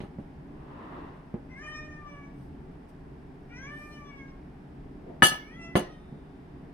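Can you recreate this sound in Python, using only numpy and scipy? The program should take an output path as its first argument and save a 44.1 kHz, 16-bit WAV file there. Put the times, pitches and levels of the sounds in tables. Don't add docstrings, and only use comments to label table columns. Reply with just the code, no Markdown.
import sys
import numpy as np
from scipy import signal
from scipy.fft import rfft, irfft, next_fast_len
from scipy.io import wavfile
from scipy.ndimage import map_coordinates

SR = 44100
rng = np.random.default_rng(int(sys.argv[2]) if len(sys.argv) > 2 else 0)


def persist_wave(psi):
    counts = np.round(np.clip(psi, -1, 1) * 32767).astype(np.int16)
    wavfile.write(sys.argv[1], SR, np.atleast_2d(counts).T)


N = 297023

# start in seconds, gains of thud, clonk and chatter in dB,
# contact time in seconds, left over right in dB.
MUG_BLOWS = [(0.004, -28, -61, -62, 0.00013, -3), (0.036, -27.5, -52, -70, 0.0009, 1),
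             (0.186, -25, -65, -73, 0.0014, -2), (1.3411, -20.5, -75, -90, 0.0013, -1),
             (5.2221, -19, -4, -16, 0.0003, -1.5), (5.233, -13.5, -22.5, -17.5, 0.0014, -0.5),
             (5.243, -31.5, -27, -16, 0.001, 2), (5.318, -23, -23, -39.5, 0.004, -0.5),
             (5.7544, -4, -26.5, -29.5, 0.00029, 0), (6.124, -31.5, -75, -92, 0.0017, -1)]
# frequency in Hz, relative level in dB, t60 in seconds.
TABLE_MODES = [(162, -9, 0.054), (192, 7.5, 0.028), (225, -5, 0.11), (355.8, -3.5, 0.12),
               (568.4, -13.5, .11), (810, -12, 0.14), (1020, -21.5, 0.049), (2030, -7.5, .025)]
MUG_MODES = [(830, -13, .05), (1274, -4, .16), (1727, -4, .24), (1750, -1, .12), (1650, 1, .02),
             (1950, -2, .02), (2255, -14, .17), (2840, -16, .15), (2911, -13, .15), (2963, -12, .22),
             (3356, -21, .2)]
PLATE_MODES = [(2853, 2, 0.15), (2940, 7, .18), (3386, -1, 0.14), (3800, -6, .14), (4266, -7, 0.3),
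               (4690, -7, 0.22), (5100, -13.5, 0.38), (5780, -8.5, 0.34), (6455, -0.5, .16),
               (7380, -9, 0.2), (8430, -3, 0.16), (8740, -6.5, .15), (8980, -1.5, 0.16), (9170, -3.5, .16),
               (9500, -16, 0.27), (10590, -6, 0.066), (10300, -4, .16), (10860, -0.5, 0.091),
               (12700, -8.5, 0.14), (13030, -9, .15), (13380, -19, .14), (13840, -11, 0.14),
               (14660, -13.5, .16), (15410, -21, .35)]
# frequency in Hz, relative density in dB.
THUD_SPECTRUM = [(30, -20.5), (100, -10.5), (170, 8), (350, -5.5), (600, -5.5), (1000, -10), (2000, -16.5),
                 (4000, -19), (9000, -53.5), (15000, -71.5)]
CRACK_SPECTRUM = [(100, -16.5), (350, 2.5), (900, 1.5), (1700, -3.5), (3000, -10), (4800, -19.5),
                  (5500, -28), (15000, -45.5)]
# start in seconds, frequency in Hz, level in dB, t60 in seconds.
TINE_TONES = [(5.23, 10336, -68, 1.6), (5.76, 3709, -65.5, 2.3), (5.76, 3537, -72, 3.7),
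              (5.76, 10336, -84.5, 1.8), (5.76, 9545, -76, 1.5)]
# peak time in seconds, level in dB, rise and fall in seconds.
DRAG_SWELLS = [(0.96, -44, 0.31, 0.22)]
SLEEVE_SWELLS = [(5.10, -45, 0.052, 0.075)]
HISS_SWELLS = [(2.41, -76, 0.062, 0.08), (2.895, -72, 0.012, 0.018), (3.80, -69, 0.075, 0.19)]
# frequency in Hz, relative density in dB.
DRAG_SPECTRUM = [(40, -15), (80, 3), (170, 3), (300, 8.5), (500, -0.5), (680, -0.5), (1100, 4), (1500, -7),
                 (1950, -7.5), (2350, -19.5), (2700, -14), (3200, -22), (3750, -23.5), (5500, -40),
                 (12000, -48.5)]
SLEEVE_SPECTRUM = [(100, -12), (200, 6.5), (400, 6.5), (700, 2), (1100, -16), (3000, -31), (8000, -57)]
HISS_SPECTRUM = [(2500, -20), (4500, -6), (5800, -4), (7200, -15), (8700, -0.5), (10200, -11), (12500, -7),
                 (15500, -24)]
# start and length in seconds, base level and swell in dB, swell delay in
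# seconds, start, top and end pitch in Hz, upward glide in seconds, share of the length where the jaw shuts.
CAT_CALLS = [(1.488, 0.88, -51, 11.5, 0.24, 508, 609.6, 565.4, 0.062, 0.5),
             (3.485, 0.93, -52, 6.5, 0.22, 455, 601, 539.4, 0.19, 0.51),
             (5.388, 0.68, -57.5, 7.5, 0.25, 528, 673.5, 620, 0.11, 0.78)]
# frequency in Hz, relative gain in dB.
THROAT_RESPONSE = [(500, -5.5), (1200, 1.5), (1700, 4), (2300, 6), (2680, -6.5), (3010, -6.5), (3340, -7.5),
                   (3640, -16), (4080, -17.5), (4750, -25), (5400, -3.5), (6100, -12), (7300, -29.5),
                   (8400, -24.5), (15000, -66)]
# frequency in Hz, relative density in dB.
HUM_SPECTRUM = [(12, -33), (20, -1), (74, -1.5), (88, -4), (103, -26.5), (116, -12.5), (135, 2), (220, -6),
                (274, -1), (306, -3), (327, -15.5), (360, -5), (385, -9), (424, -10), (520, -29.5),
                (680, -51.5), (1140, -120)]
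AIR_SPECTRUM = [(260, -28.5), (450, -7), (546, -9.5), (615, -6), (757, -5.5), (815, -6), (1250, -15.5),
                (1690, -15.5), (3350, -29), (3660, -30.5), (4120, -34), (5150, -33), (6530, -42.5),
                (9330, -40.5), (15700, -52.5)]
# frequency in Hz, left-right correlation.
MIC_COHERENCE = [(60, 0.95), (160, 0.98), (350, 0.84), (700, 0.095), (1500, 0.028), (5000, 0.21),
                 (14000, 0.056)]
# frequency in Hz, t60 in seconds.
ROOM_T60 = [(150, 0.091), (600, 0.46), (2000, 0.35), (5000, 0.35), (12000, 0.052)]


def mug_knocks(thud_db=-11, thud_t60=0.16, bass_cut_hz=70, crack_db=-12, crack_t60=0.15):
    out, t = np.zeros((2, N)), np.arange(SR // 2) / SR
    for start, wood_db, glass_db, dish_db, contact_s, left_db in MUG_BLOWS:
        wood = ring(TABLE_MODES, t, spread=0.6)
        wood += amp(thud_db) * noise(THUD_SPECTRUM, len(t)) * decay(t, thud_t60)
        wood = filtered(wood, lambda hz: (1j * hz / (bass_cut_hz + 1j * hz) / (1 + 1j * hz * contact_s)) ** 2)
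        glass = ring(MUG_MODES, t, spread=0.78)
        glass += amp(crack_db) * noise(CRACK_SPECTRUM, len(t)) * decay(t, crack_t60)
        glass *= 1 - np.exp(-t / contact_s)
        blow = amp(wood_db) * wood - amp(glass_db) * glass + amp(dish_db) * dish_chatter(t)
        add(out, start, room(blow * pan(left_db), wet_db=-12.5))
    return out


def dish_chatter(t, rise_s=0.007, rattle_s=0.041, cluster_hz=120, cluster_db=-5, grain_db=3):
    centre_hz, db, _ = np.transpose(PLATE_MODES)[:, :, None]
    clusters = lambda hz: np.sum(amp(db) / (1 + ((hz - centre_hz) / cluster_hz) ** 4), 0)
    rattle = unit(filtered(noise([(1, 0)], len(t)), clusters))
    rattle *= amp(cluster_db + grain_db * wobble(250, len(t)))
    plate = ring(PLATE_MODES, t, spread=0.94) + rattle * np.exp(-(t / rattle_s) ** 2)
    return plate * (1 - np.exp(-(t / rise_s) ** 2)) * pan(left_db=2)


def fork_tines():
    out, t = np.zeros((2, N)), np.arange(SR) / SR
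    for start, hz, db, t60 in TINE_TONES:
        add(out, start, amp(db) * ring([(hz, 0, t60)], t, spread=0.71))
    return out


def mug_drag(grip_db=0.9):
    return swell(DRAG_SWELLS) * noise(DRAG_SPECTRUM, N) * amp(grip_db * wobble(44.05, N))


def sleeve_swish():
    return swell(SLEEVE_SWELLS) * noise(SLEEVE_SPECTRUM, N)


def cat():
    out = np.zeros((2, N))
    for start, *shape in CAT_CALLS:
        add(out, start, room(meow(shape), wet_db=-5))
    return out


def meow(shape, mouth_db=11, mouth_width_hz=300, muffle_db=3, waver_db=6, rasp_db=-26):
    size = 3 * SR // 2
    t = np.arange(size) / SR
    pitch, gain, mouth_hz = meow_gesture(t, *shape)
    pitch *= 1 + 0.0052 * wobble(68.9, size) + 0.0216 * np.exp(-t / 0.18) * wobble(299.4, size)
    harmonics = np.arange(1, 23)[:, None]
    hz = harmonics * pitch
    vowel_db = along(THROAT_RESPONSE, hz) + mouth_db / (1 + ((hz - mouth_hz) / mouth_width_hz) ** 2)
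    vowel_db -= muffle_db * np.log2(mouth_hz.max() / mouth_hz) * np.log2(np.maximum(hz / mouth_hz, 1))
    strengths = amp(vowel_db + waver_db * np.array([wobble(24.4, size) for _ in harmonics]))
    strengths /= np.sqrt(np.sum(strengths ** 2, 0) / 2)
    phase = 2 * np.pi * np.cumsum(pitch) / SR
    mic_phases = [phase - 2 * np.pi * pitch * lag_s for lag_s in (0, 0.0001)]
    voice = np.array([np.sum(strengths * np.sin(harmonics * arrival), 0) for arrival in mic_phases])
    rasp = amp(rasp_db) * noise(THROAT_RESPONSE, size) * (1 + np.cos(phase))
    return (voice + rasp) * gain * pan(left_db=3)


def meow_gesture(t, length, db, swell_db, swell_delay, start_hz, top_hz, end_hz, glide_s, close_at):
    ee_hz, ah_hz, oo_hz = 2090, 1824, 1140
    attack_s, release_s, climb_after_s, swell_width_s = 0.043, 0.2, 0.082, 0.11
    tiring_db_per_s = 2
    opening = glide(t, middle=climb_after_s + glide_s / 4, duration=glide_s)
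    sag = glide(t / length, middle=0.65, duration=0.29)
    closing = glide(t / length, middle=close_at, duration=0.29)
    pitch = start_hz + (top_hz - start_hz) * opening + (end_hz - top_hz) * sag
    mouth_hz = ee_hz + (ah_hz - ee_hz) * opening + (oo_hz - ah_hz) * closing
    effort_db = db + swell_db * np.exp(-((t - swell_delay) / swell_width_s) ** 2) - tiring_db_per_s * t
    fade = np.clip(np.minimum(t / attack_s, (length - t) / release_s), 0, 1)
    return pitch, amp(effort_db) * fade, mouth_hz


def room_tone(hum_db=-46.5, waver_db=1, air_db=-57.5):
    hum = amp(hum_db + waver_db * wobble(4.9, N)) * noise(HUM_SPECTRUM, N)
    air = amp(air_db) * noise(AIR_SPECTRUM, N)
    hisses = swell(HISS_SWELLS) * noise(HISS_SPECTRUM, N)
    return hum + air + hisses


def room(x, wet_db):
    hz, t, bands = signal.stft(noise([(1, 0)], SR // 2), SR, nperseg=256)
    tail = signal.istft(bands * decay(t, along(ROOM_T60, hz)[:, None]), SR, nperseg=256)[1]
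    tail = np.pad(tail / np.linalg.norm(tail[0]), ((0, 0), (SR // 200, 0)))
    wet = signal.fftconvolve(x.mean(0)[None], tail, axes=1)
    return amp(wet_db) * wet + np.pad(x, ((0, 0), (0, wet.shape[1] - x.shape[1])))


def ring(modes, t, spread, scatter_db=1):
    hz, db, t60 = np.transpose(modes)[:, :, None]
    strengths = amp(db + scatter_db * rng.standard_normal(hz.shape))
    skew = spread * np.sqrt(np.minimum(hz / 2000, 1)) * (-1) ** np.arange(len(hz))[:, None]
    envelopes = strengths * decay(t, t60) / np.linalg.norm(amp(db))
    return np.array([np.sum(envelopes * np.sin(2 * np.pi * hz * t + side * skew), 0) for side in (1, -1)])


def noise(spectrum, size):
    def mid_side_gains(hz):
        angle = np.arccos(np.clip(along(MIC_COHERENCE, hz), -1, 1)) / 2
        return amp(along(spectrum, hz)) * [np.cos(angle), np.sin(angle)]
    mid, side = filtered(rng.standard_normal((2, size)), mid_side_gains)
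    return unit(np.array([mid + side, mid - side]))


def swell(rows):
    t = np.arange(N) / SR
    return sum(amp(db) * np.exp(-((t - s) / np.where(t < s, rise, fall)) ** 2) for s, db, rise, fall in rows)


def glide(t, middle, duration):
    return (1 + np.tanh(2 * (t - middle) / duration)) / 2


def decay(t, t60):
    return np.exp(-np.log(1000) * t / t60)


def wobble(rate, size):
    knots = rng.standard_normal(int(size * rate / SR) + 4)
    return map_coordinates(knots, [np.arange(size) * rate / SR])


def filtered(x, response):
    size = x.shape[-1]
    padded = next_fast_len(size + SR // 5)
    return irfft(rfft(x, padded) * response(np.fft.rfftfreq(padded, 1 / SR)), padded)[..., :size]


def along(points, hz):
    knots_hz, values = np.transpose(points)
    return np.interp(np.log(hz + 1), np.log(knots_hz + 1), values)


def add(track, start, sound):
    part = track[..., max(0, round(start * SR)):][..., :sound.shape[-1]]
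    part += sound[..., :part.shape[-1]]


def pan(left_db):
    return amp([[left_db / 2], [-left_db / 2]])


def amp(db):
    return 10 ** (np.asarray(db) / 20)


def unit(x):
    return x / np.sqrt(np.mean(x ** 2) + 1e-20)


def scene():
    return mug_knocks() + fork_tines() + mug_drag() + sleeve_swish() + cat() + room_tone()


def record(dry, top_hz=15750):
    return filtered(np.clip(dry, -1, 1), lambda hz: hz < top_hz)


dry = scene()
out = record(dry)
persist_wave(out)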